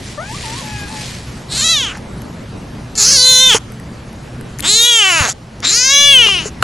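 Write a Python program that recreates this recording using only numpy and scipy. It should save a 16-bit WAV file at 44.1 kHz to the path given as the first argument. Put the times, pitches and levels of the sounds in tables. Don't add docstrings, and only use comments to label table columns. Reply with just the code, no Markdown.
import sys
import numpy as np
from scipy import signal
from scipy.fft import rfft, irfft
from scipy.io import wavfile
from scipy.ndimage import uniform_filter1d, minimum_filter1d

SR = 44100
rng = np.random.default_rng(int(sys.argv[2]) if len(sys.argv) > 2 else 0)


def boost(x):
    u = np.asarray(x, float) / 20
    return 10 ** u


def master(y):
    cut = np.clip(np.atleast_2d(y).T, -1, 1)
    pcm = np.round(cut * 32767)
    wavfile.write(sys.argv[1], SR, pcm.astype(np.int16))


N = 292369

# (frequency [Hz], level [dB per Hz])
WASH_SPECTRUM = [(12, -62), (20, -5), (48, -8.5), (70, 2), (92, -6), (129, -1), (221, -5), (397, -13),
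                 (592, -15.5), (1920, -24.5), (2080, -25), (3100, -28.5), (5420, -32), (8770, -39.5),
                 (11800, -42.5), (15300, -80), (22000, -120)]
GRIT_SPECTRUM = [(880, -16.5), (1500, -11), (1830, -4), (3200, -5), (4010, -4.5), (4680, -4), (8260, -10.5),
                 (11800, -20), (15300, -50), (22000, -120)]
# (frequency [Hz], side under mid [dB])
STEREO_WIDTH = [(60, -21.5), (130, -32), (270, -10), (570, -2.5), (1200, -7.5), (2530, -7.5), (5350, -11.5),
                (11300, -5)]
# (frequency [Hz], width [Hz], level [dB])
MACHINE_TONES = [(60.5, 14, -39), (121.1, 13, -36.5), (222.1, 19, -42.5)]
# (deepest time [s], depth [dB], fall [s], recovery [s])
GAIN_DIPS = [
    (3.4, -3.5, .18, 0.083),
    (3.55, -1.5, 0.77, 1.),
    (4.95, -16, 0.18, 0.13),
    (5.2, -5, 0.15, 0.56),
    (5.8, -6, 0.055, 0.43),
]
# (time [s], pitch [Hz], level [dB])
BIRD_NOTES = [
    [(0.176, 624, -33), (0.184, 582, -28.5), (0.196, 606, -27), (0.225, 744, -28)],
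    [(0.225, 717, -26), (0.247, 779, -32.5), (0.311, 875, -36.5), (0.341, 1020, -36), (0.351, 1167, -31),
     (0.385, 1230, -47)],
    [(0.435, 1014, -33), (0.459, 870, -36), (0.517, 896, -37.5), (0.565, 1000, -36)],
    [(0.565, 1063, -36), (0.605, 1104, -38), (0.632, 890, -36)],
    [(0.632, 861, -37.5), (0.742, 843, -32), (0.84, 817, -30), (0.866, 812, -35), (0.92, 887, -39.5),
     (0.98, 851, -36.5), (1.05, 832, -38)],
]
# (frequency [Hz], level [dB])
BEAK_COLOUR = [(600, 3), (770, -12), (820, -12), (865, 4.5), (1200, -1.5), (1630, -3.5), (1980, -15),
               (2500, -8.5)]
# (middle time [s], length [s], level [dB])
PAW_STROKES = [
    (0.082, 0.15, -35),
    (0.503, 0.39, -29),
    (0.778, 0.17, -34.5),
    (1.035, 0.25, -29.5),
    (1.296, 0.26, -41),
]
# (time [s], peak [dB], centre [Hz], t60 [s], left over right [dB])
TICKS = [(1.3314, -25, 2050, 0.0025, -1.0), (1.973, -15, 1874, 0.0036, 7), (2.2194, -7, 1750, 0.0023, 7),
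         (2.954, 0, 5000, 0.0019, 14.5), (3.721, -14.5, 1780, 0.0038, 1), (3.799, -16, 1890, 0.0043, -3),
         (4.13, -16, 2310, 0.0034, -0.5), (4.411, -9, 1490, 0.0031, -4), (0.179, -20, 1200, 0.0046, 2),
         (4.5874, 8, 6570, 0.0011, 9), (4.5936, -3, 1900, 0.003, 10), (4.5965, -4, 2300, 0.0033, 2),
         (4.6025, -7, 2300, .003, 0), (4.6, -6, 9200, 0.0034, 3), (4.6051, 0.5, 12240, 0.0035, 23),
         (5.604, 8.5, 6000, 0.00076, 5), (6.613, -6, 4500, 0.0015, -3), (4.6255, -8, 3100, 0.005, 5)]
# (time [s], peak [dB], centre [Hz], # t60 [s],
# left over right [dB])
GULPS_BUMPS_AND_CREAKS = [(1.813, -24, 500.5, 0.035, -3), (1.936, -22, 1500, .012, 2),
                          (1.953, -22, 1650, .02, -4.5), (1.97, -21, 850, 0.023, 0), (3.547, -3.5, 450, 0.048, -6),
                          (3.5485, -8, 880, 0.033, -9), (5.207, -5.5, 104, 0.056, 3), (5.2206, -11, 110, .04, 0),
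                          (5.284, -13, 750, .03, 0), (6.286, -7.5, 1120, 0.015, 4), (6.264, -12, 430, 0.017, 3),
                          (6.457, -15, 420, 0.064, 5)]
# (time [s], level [dB], frequency [Hz], t60 [s], left over right [dB])
SHELL_KNOCK = [
    (6.6251, 0.5, 4300, 0.0093, 4),
    (6.6254, 13, 1380, 0.007, 8.5),
    (6.6262, -1, 2820, 0.0096, 7),
    (6.6275, -4, 710, 0.017, 3),
]
# (middle time [s], half length [s], frequency [Hz], level [dB])
SIGHS = [
    (1.955, 0.0072, 1700, -36),
    (3.566, 0.009, 6600, -23),
    (5.295, .01, 6500, -16),
    (6.47, 0.017, 6500, -28),
]
# (time [s], effort [dB], mouth resonance [Hz], upper resonance level [dB])
FAR_MEWS = [
    [(1.48, -26, 3900, -8), (1.586, -19, 4240, 1), (1.648, -16, 3980, 0.5), (1.714, -10.5, 3980, -4),
     (1.84, -18, 3240, -7), (1.925, -33, 2790, -9), (1.99, -60, 2570, 16.5)],
    [(2.95, -22.5, 4320, 3.5), (3.016, -13.5, 4300, 6.5), (3.126, -13, 4460, 4.5),
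     (3.192, -8.5, 4390, -2.5), (3.268, -6.5, 3964, -6), (3.388, -7, 3930, -1), (3.475, -5, 3490, -8.5),
     (3.545, -10.5, 3183, 0), (3.59, -42.5, 3370, 15)],
]
NEAR_MEWS = [
    [(4.615, -24.5, 3160, -2.5), (4.691, -10, 4040, -1.5), (4.769, -9, 4080, -1), (4.871, -9, 3540, -5.5),
     (5.02, -9.5, 3060, -8), (5.123, -14.5, 2860, -3.5), (5.2, -16.5, 2740, -3), (5.28, -33.5, 2820, 12),
     (5.335, -38.5, 4500, 12.5)],
    [(5.62, -20, 3540, 5.5), (5.666, -13, 3940, -6), (5.768, -18, 4100, 8.5), (5.87, -21.5, 4070, 11.5),
     (5.946, -12, 3400, 2), (6.07, -6, 3287, -5.5), (6.156, -2.5, 3040, -14), (6.39, -16, 2850, -7.5),
     (6.5, -49.5, 3000, 17)],
]
# (time [s], pitch [Hz])
PITCH = [
    [(1.48, 403), (1.518, 400), (1.552, 446), (1.586, 525), (1.648, 648.6), (1.714, 676), (1.828, 504.4),
     (1.958, 218.5), (1.99, 180)],
    [(2.95, 455.3), (3.016, 395.4), (3.126, 587.5), (3.192, 495), (3.268, 513.4), (3.492, 513),
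     (3.536, 408), (3.564, 252.7), (3.6, 206)],
    [(4.615, 230.7), (4.691, 395), (4.769, 452.4), (4.885, 487), (4.991, 444.3), (5.04, 392),
     (5.191, 310.2), (5.275, 203.8), (5.335, 202)],
    [(5.62, 206.3), (5.666, 276.5), (5.745, 471), (5.946, 564.7), (6.07, 575.2), (6.125, 552.7),
     (6.288, 408), (6.378, 349.5), (6.5, 225.6)],
]
# (time [s], upper resonance [Hz], chest change [dB], middle change [dB])
FAR_THROATS = [
    [(1.48, 8300, 2, 3), (1.55, 7650, 0, -3), (1.63, 6850, -1.5, 0), (1.71, 6440, 0.5, 2),
     (1.8, 6200, -1, 6), (1.87, 6370, -0.5, 1), (1.92, 6570, 2, 1), (1.99, 6240, 8, -1)],
    [(2.95, 6950, 0.5, -4), (3.0, 7000, -1.5, -2.5), (3.07, 6240, 0.5, 5.5), (3.15, 6400, 0, 5.5),
     (3.22, 6200, -1.5, 8), (3.26, 6660, -2.5, -8.5), (3.4, 6370, -1, -12), (3.51, 6400, 1, -2),
     (3.59, 6644, 1.5, -13)],
]
NEAR_THROATS = [
    [(4.615, 7400, 10.5, -1), (4.66, 7500, 4.5, 0), (4.71, 7160, -1.5, -2.3), (4.8, 6700, -2, -5),
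     (4.94, 6700, -3.5, 0), (5.08, 6900, 2.5, 3), (5.2, 6970, 0, 3), (5.27, 6500, 1, -4),
     (5.335, 6550, -3, 1)],
    [(5.62, 6900, 13.5, 12), (5.68, 7300, -1.5, -6), (5.76, 6600, -3.5, 3), (5.86, 6420, 1.5, 2.5),
     (5.97, 6280, -1.5, -3.5), (6.12, 6400, -4, 3.5), (6.26, 6150, 0, -3.5), (6.37, 5790, -3.5, -3),
     (6.5, 6600, -2, -11)],
]
# (whisper before the folds catch [s], rise [s], whisper under the voice [dB])
ONSETS = [(0.0052, 0.035, -17), (0.0255, 0.002, -10), (0.0084, 0.026, -14.5), (0.0046, 0.026, -19)]
# (chest [dB], lowest partial [dB], middle resonance [dB], its lag [radians])
THROAT_LEVELS = [(-2.5, -38.5, -9, .3), (-4, -33, -9.5, 0.39), (-3.5, -32, -6.5, 1.53),
                 (-4, -32, -8.5, 0.44)]
# (onset breathiness [0-1], clearing time [s], end breathiness [0-1], its lead before the end [s])
SLACK_FOLDS = [(.13, .2, .4, .1), (.1, .2, .8, .042), (.15, .1, .8, .052), (.17, .12, .75, .062)]
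# (mouth width [Hz], upper width [Hz], highest resonance [Hz], its level under the upper one [dB])
RESONANCE_WIDTHS = [(623, 1150, 9500, -21), (423, 960, 9520, -12.5), (440, 1060, 10420, -17.5),
                    (418, 650, 8940, -18)]
# (frequency [Hz], width [Hz], level [dB])
CHEST_RESONANCES = [(977, 1000, -19), (1500, 1180, 8.5), (2390, 1470, 6)]
# (time [s], pitch drop [share],
# length [s])
VOICE_CATCHES = [(1.608, 0.061, 0.0087), (1.633, 0.013, 0.0053), (1.681, 0.051, 0.00534),
                 (1.706, 0.035, 0.00499), (1.558, 0.038, .006), (3.388, 0.015, 0.048),
                 (3.423, -0.018, 0.03), (5.083, -0.031, 0.014), (5.137, 0.012, 0.014),
                 (6.251, -0.038, 0.0044), (6.334, -0.02, 0.0093), (6.194, .02, 0.0093),
                 (4.746, 0.023, 0.008), (6.275, 0.042, 0.0066),
                 (2.989, -.07, .008), (3.053, .058, .007), (3.106, .08, .008), (3.138, .045, .005),
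                  (5.752, .035, .014), (5.675, .06, .012)]
# (middle time [s], half length [s], chest air [0-1], upper throat air [0-1])
HOARSE_SPELLS = [(1.505, .025, .3, .2), (1.6, .03, .1, .1), (3.0, .04, .35, .25), (3.1, .05, .55, .25),
                 (5.1, .1, 0, .3), (5.245, .045, .45, .3), (5.7, .045, .2, .4), (5.88, .08, 0, .15),
                 (6.19, .07, 0, .45), (6.28, .022, .9, .4), (6.41, .05, .2, .35)]
# (middle time [s], half length [s], frequency [Hz], #
# width [Hz], removed [share], negative adds)
BAND_CHANGES = [(1.68, 0.088, 9000, 600, .7), (1.92, 0.054, 1430, 460, -1.4),
                (1.894, .04, 3110, 300, -0.36), (3.01, 0.045, 3120, 580, 0.98),
                (3.06, 0.07, 2000, 1400, 0.45), (4.645, 0.046, 11000, 1600, 0.69),
                (5.255, 0.07, 2650, 800, 0.25), (6.37, 0.11, 6000, 1040, 0.7),
                (6.3, .1, 7800, 1100, -0.67), (1.96, 0.031, 1500, 2500, 0.58),
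                (6.13, 0.11, 7650, 500, .85), (5.8, .06, 3600, 350, .6), (3.45, 0.13, 4700, 350, .6),
                (3.36, 0.13, 2560, 400, 0.48), (4.73, 0.072, 11000, 1800, 0.53), (5.1, .1, 4340, 430, .5),
                (3.03, .06, 4300, 400, 0.27), (3.525, .02, 6500, 1100, 0.34),
                (1.8, 0.046, 1800, 1500, 0.23), (3.011, .04, 8600, 400, .7), (3.097, .03, 3700, 400, 1),
                (3.104, 0.088, 990, 290, 0.68), (3.212, 0.043, 2500, 920, 0.7),
                (3.41, 0.061, 4670, 400, 0.91), (3.421, 0.081, 8200, 820, 0.9),
                (3.35, 0.16, 2800, 630, -0.037), (4.71, 0.1, 5800, 440, 0.75),
                (4.724, 0.074, 1600, 1200, 0.45), (4.84, .08, 9288, 600, 0.77),
                (5.247, 0.085, 1460, 620, -0.63), (5.25, 0.055, 3230, 460, -0.78),
                (5.757, 0.054, 3700, 500, 0.71), (5.76, 0.11, 880, 490, 0.6),
                (5.8, 0.14, 8856, 650, 0.71), (6.1, 0.17, 8316, 920, 1), (5.93, 0.12, 4540, 500, 0.78),
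                (5.952, 0.067, 3900, 280, -0.94), (5.9, 0.29, 2280, 420, -0.79),
                (6.33, 0.094, 1730, 840, 0.52)]
# (frequency [Hz], left over right [dB])
PORT_BALANCE = [
    [(60, 0.42), (11000, 0.18)],
    [(60, -0.091), (140, -0.087), (340, -4.5), (820, -4), (1970, -1.5), (4720, -3.5), (11300, 1.5)],
    [(60, -4), (140, 15), (340, 2), (820, -3), (1970, 1.5), (4720, 1), (11300, 5)],
    [(60, -2), (140, -2), (340, -2), (820, -1), (1970, 3.5), (4720, 3.5), (11300, 6.5)],
]
# (frequency [Hz], left lead [radians])
PORT_LEAD = [
    [(0, 0), (11500, 0.013)],
    [(0, 0.019), (11500, -0.0)],
    [(0, -0.15), (600, -0.95), (860, -0.9), (1720, -0.87), (2670, -0.67), (4570, -0.353), (11500, 0.2)],
    [(0, 0.73), (1030, -1.14), (1460, -0.5), (6290, -0.203), (8530, 0.93), (9730, 1), (11500, -0.47)],
]


def evened(x, size=None):
    if size is None:
        power = np.mean(x ** 2)
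    else:
        power = uniform_filter1d(uniform_filter1d(x ** 2, size), size)
    return x / np.sqrt(abs(power) + 1e-20)


def read(points, hz):
    f, value = np.transpose(points)
    return np.interp(np.log(hz + 1), np.log(f + 1), value)


def curves(rows):
    s, *columns = np.transpose(rows)
    t = np.arange(s[0], s[-1], 1 / SR)
    return s[0], [np.interp(t, s, column) for column in columns]


def drift(count, size):
    return evened(uniform_filter1d(uniform_filter1d(rng.standard_normal(count), size), size))


def resonate(x, hz, width, lag=0):
    turn = np.exp(2j * np.pi * np.cumsum(hz * np.ones(len(x))) / SR)
    r = np.exp(-np.pi * width / SR)
    smooth = signal.lfilter([1 - r], [1, -r], x / turn)
    return 2 * (turn * smooth * np.exp(-1j * lag)).real


def cavity(x, hz, width, skirt_width, lag=0):
    return resonate(resonate(x, hz, width), hz, skirt_width, lag)


def add(mix, s, sound, pan_db=0):
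    part = mix[:, round(s * SR):][:, :sound.shape[-1]]
    panned = sound * boost(np.array([[.5], [-.5]]) * pan_db)
    part += panned[:, :part.shape[1]]


def noise(spectrum, patchy_db):
    frames, hz = N // 256 + 5, np.fft.rfftfreq(1024, 1 / SR)
    a, b, c, d, patches = rng.standard_normal((frames, 513, 5)).T
    patches = evened(uniform_filter1d(uniform_filter1d(patches, 12, 0), 10, 1))
    mid = a + 1j * b
    side = boost(read(STEREO_WIDTH, hz))[:, None] * (c + 1j * d)
    level = boost(read(spectrum, hz)[:, None] + patchy_db * patches)
    z = np.array([mid + side, mid - side]) * level
    return evened(signal.istft(z, nperseg=1024, noverlap=768)[1][:, :N])


def open_air_wash():
    return boost(-29.5) * noise(WASH_SPECTRUM, patchy_db=1.5)


def machine_hum():
    return sum(boost(db) * evened(cavity(rng.standard_normal(N), hz, width, width))
               for hz, width, db in MACHINE_TONES)


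def ducking():
    t = np.arange(N) / SR
    dips = sum(db * np.exp(-((t - s) / np.where(t < s, fall, recovery)) ** 2)
               for s, db, fall, recovery in GAIN_DIPS)
    return boost(dips)


def yard_echoes(x, t60=0.97):
    t = np.arange(SR // 5) / SR
    signs = rng.choice([-1., 1.], (2, len(t)))
    sparse = rng.random((2, len(t))) < .05
    taps = signs * sparse * boost(-60 * t / t60) * (t > .002)
    return signal.fftconvolve(x, taps / np.linalg.norm(taps[0]), axes=1)[:, :N]


def bird_note(rows):
    s, (hz, level_db) = curves(rows)
    turns = np.cumsum(hz * (1 + 0.0072 * drift(len(hz), size=150))) / SR
    tone = 0
    for k in range(1, 4):
        partial_db = level_db + read(BEAK_COLOUR, k * hz) + 0.82 * drift(len(hz), size=400)
        tone = tone + boost(partial_db) * np.sin(2 * np.pi * k * turns)
    return s, np.sqrt(2) * tone * signal.windows.tukey(len(hz), .04)


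def far_bird():
    bird = np.zeros((2, N))
    for rows in BIRD_NOTES:
        add(bird, *bird_note(rows), pan_db=6.5)
    lag_s = 0.000067
    bird[1] = np.interp(np.arange(N) - lag_s * SR, np.arange(N), bird[1])
    return bird


def stone_scuff():
    t = np.arange(N) / SR
    power = sum(boost(db - 5.2 * (2 * (t - s) / length) ** 2) ** 2 for s, length, db in PAW_STROKES)
    grains = boost(2.0 * drift(N, size=40))
    return np.sqrt(power) * grains * noise(GRIT_SPECTRUM, patchy_db=-0.5)


def tap(db, hz, t60, crack):
    t = np.arange(2500) / SR
    click = np.diff(rng.standard_normal(len(t) + 1)) * 1.2
    ring = (1 - crack) * np.sin(2 * np.pi * hz * t) + crack * click
    return boost(db - 60 * t / t60) * ring * np.minimum(t / 0.00063, 1)


def add_taps(mix, events, crack):
    for s, db, hz, t60, pan_db in events:
        add(mix, s, tap(db, hz, t60, crack), pan_db)


def sigh(s, span, hz, db):
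    t = np.arange(-3 * span, 3 * span, 1 / SR)
    air = cavity(rng.standard_normal(4000)[:len(t)], hz, 1700, 2600)
    return s + t[0], boost(db) * evened(air) * np.exp(-(t[:4000] / span) ** 2)


def ports(x, balance, lead):
    hz = np.fft.rfftfreq(len(x), 1 / SR)
    half = boost(read(balance, hz) / 2) * np.exp(.5j * read(lead, hz))
    return irfft(rfft(x) * np.array([half, 1 / half]), len(x))


def breathiness(since, hz, catch, slack):
    onset, clears_s, end, sets_in_s = slack
    ends = onset * np.exp(-(since / clears_s) ** 3) + end * np.exp(-(since[::-1] / sets_in_s) ** 5)
    sag = 1 - hz / hz.max()
    return np.minimum(.02 + ends + .27 * sag + 1.2 * np.maximum(catch, 0), .95)


def fold_turns(hz, breath):
    uneven = .055 * (breath + .02) * drift(len(hz), size=60)
    uneven = uneven + (.045 * breath + .003) * drift(len(hz), size=350)
    return np.cumsum(hz * (1 + uneven)) / SR


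def fold_pulses(hz, turns, breath):
    pulses = 0
    for k in range(2, 60):
        waver_db = 1.6 * min(k / 8, 1) * drift(len(hz), size=round(.018 * SR))
        pulses = pulses + np.cos(2 * np.pi * k * turns) * (k * hz < 13000) * boost(waver_db)
    shimmer_db = (1.5 * breath + 1.0) * drift(len(hz), size=120)
    return pulses / np.sqrt(6500 / hz) * boost(shimmer_db)


def mouth_tone(drive, hz, width, breath):
    mouth = cavity(drive, hz, width, 2.46 * width)
    mouth = mouth + .28 * resonate(mouth, hz, 290)
    return mouth - np.maximum(0.7 - 2.9 * breath, 0) * resonate(mouth, 1.237 * hz, 420)


def throat_tone(drive, gated, mouth_hz, upper_hz, middle_db, middle_lag, widths):
    _, upper_width, top_hz, top_db = widths
    size = len(drive)
    upper = cavity(drive, upper_hz, upper_width, 6.3 * upper_width)
    middle = cavity(drive, 0.6 * mouth_hz + 0.36 * upper_hz, 1230, 3200, middle_lag)
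    top_hz = top_hz * (1 + .02 * drift(size, size=2500))
    top = cavity(drive + .45 * gated, top_hz, 2400, 2400)
    top_level = boost(top_db + 3.5 * drift(size, size=2500))
    return evened(upper - boost(middle_db) * middle, size=900) + top_level * evened(top, size=900)


def chest_tone(deep, mouth_hz, hz):
    shut = (mouth_hz / 3400) ** 0.6 * (hz / hz.max()) ** 0.37
    chest = sum(boost(db) * cavity(deep, f * shut, width, 2.6 * width) for f, width, db in CHEST_RESONANCES)
    return evened(chest, size=900)


def change_bands(voice, t):
    for middle_s, span, hz, width, share in BAND_CHANGES:
        if t[0] < middle_s < t[-1]:
            strength = min(share, 1) * np.exp(-((t - middle_s) / span) ** 4)
            voice = voice - strength * resonate(voice, hz, width)
    return voice


def mew(rows, pitch, back, onset, throat, slack, widths):
    s, (effort_db, mouth_hz, upper_db) = curves(rows)
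    since = np.arange(len(effort_db)) / SR
    t, left = s + since, since[::-1]
    hz = uniform_filter1d(np.interp(t, *np.transpose(pitch)), size=800, mode="nearest")
    whisper_s, rise_s, whisper_db = onset
    effort_db = effort_db + whisper_db * np.clip(1 - (since - whisper_s) / rise_s, 0, 1)
    effort_db = effort_db - 3 * np.maximum(1 - left / .024, 0)
    back_s, *columns = np.transpose(back)
    upper_hz, chest_change_db, middle_change_db = (np.interp(t, back_s, c) for c in columns)
    chest_db, lowest_db, middle_db, middle_lag = throat
    chest_db = chest_db + chest_change_db + upper_db - 8 * (mouth_hz - 3400) / 1000
    lowest_db = lowest_db + .67 * (effort_db + 10.0)

    catch = sum(drop * np.exp(-((t - at) / span) ** 2) for at, drop, span in VOICE_CATCHES)
    breath = breathiness(since, hz, catch, slack)
    chest_air, upper_air = sum(np.outer(air, np.exp(-((t - at) / span) ** 4))
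                               for at, span, *air in HOARSE_SPELLS)
    hz = hz * (1 - catch)
    turns = fold_turns(hz, breath)
    voiced = (1 - breath) * fold_pulses(hz, turns, breath)
    gated = evened((.25 + np.exp(-(turns % 1) / .3)) * rng.standard_normal(len(hz)))
    puffs = (1.5 * breath ** 2 + .004) * gated
    drive = voiced + puffs
    deep = voiced + 6 * puffs + chest_air * gated

    mouth = mouth_tone(drive + (.045 + upper_air / 8) * gated, mouth_hz, widths[0], breath)
    leak = (.45 + 3.6 * since / since[-1]) * breath
    drive = drive + (.09 + upper_air + leak) * gated
    middle_db = middle_db + middle_change_db + 20.0 * np.minimum(breath, .2)
    upper = throat_tone(drive, gated, mouth_hz, upper_hz, middle_db, middle_lag, widths)
    voice = evened(mouth, size=900) + boost(upper_db) * upper
    voice = voice - boost(chest_db) * chest_tone(deep, mouth_hz, hz)
    voice = change_bands(voice, t)
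    rumble = evened(cavity(gated, 796, 740, 740))
    voice = voice + boost(-32 + upper_db / 2) * rumble
    voice = signal.sosfilt(signal.butter(2, 150, "high", fs=SR, output="sos"), voice)
    lowest = np.sqrt(2) * boost(lowest_db) * np.cos(2 * np.pi * turns)
    return s, (boost(effort_db) * voice + lowest) * signal.windows.tukey(len(hz), .03)


def kitten_at_camera():
    kitten = np.zeros((2, N))
    mews = zip(FAR_MEWS + NEAR_MEWS, PITCH, FAR_THROATS + NEAR_THROATS, ONSETS, THROAT_LEVELS,
               SLACK_FOLDS, RESONANCE_WIDTHS, PORT_BALANCE, PORT_LEAD)
    for *shape, balance, lead in mews:
        s, voice = mew(*shape)
        add(kitten, s, ports(voice, balance, lead))
    add_taps(kitten, TICKS, crack=0.38)
    add_taps(kitten, SHELL_KNOCK, crack=0.09)
    add_taps(kitten, GULPS_BUMPS_AND_CREAKS, crack=0.011)
    for row in SIGHS:
        add(kitten, *sigh(*row))
    return kitten


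def scene():
    background = (open_air_wash() + machine_hum()) * ducking()
    bird = far_bird()
    bird = bird + boost(-22) * yard_echoes(bird)
    kitten = kitten_at_camera()
    kitten = kitten + boost(-36) * yard_echoes(kitten)
    return background + bird + stone_scuff() + kitten


def lose_faint_detail(x, under_db=24., side_db=13.):
    mid, side = signal.stft([x[0] + x[1], x[0] - x[1]], nperseg=1024, noverlap=768)[2]
    strongest_near = -minimum_filter1d(-abs(mid), size=31, axis=0)
    mid = mid * np.where(abs(mid) < strongest_near * boost(-under_db), .12, 1)

    def band(z):
        means = abs(z[:512]).reshape(32, 16, -1).mean(1)
        return np.repeat(uniform_filter1d(means, size=4, axis=1), 16, 0)

    treble = np.clip((np.arange(513)[:, None] * SR / 1024 - 4500) / 3500, 0, 1)
    blotches = uniform_filter1d(rng.standard_normal(mid.T.shape).T, size=9, axis=0)
    blotches = evened(uniform_filter1d(blotches, size=7, axis=1))
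    mid = mid * boost(treble * 3.5 * blotches) * np.exp(.5j * treble * blotches[::-1])
    side[:512] *= band(side) > band(mid) * boost(-side_db) + boost(-84)
    mid, side = signal.istft([mid, side], nperseg=1024, noverlap=768)[1][:, :N]
    return np.array([mid + side, mid - side]) / 2


def low_pass(x):
    return signal.sosfilt(signal.butter(12, 11910, fs=SR, output="sos"), x)


def record(dry):
    saturated = np.clip(dry, -1.12, 1.08)
    band_limit = signal.firwin(511, 11900, window=("kaiser", 9), fs=SR)
    limited = signal.oaconvolve(lose_faint_detail(saturated), band_limit[None], "same")
    return low_pass(np.clip(limited, -1, 1))


dry = scene()
out = record(dry)
master(out)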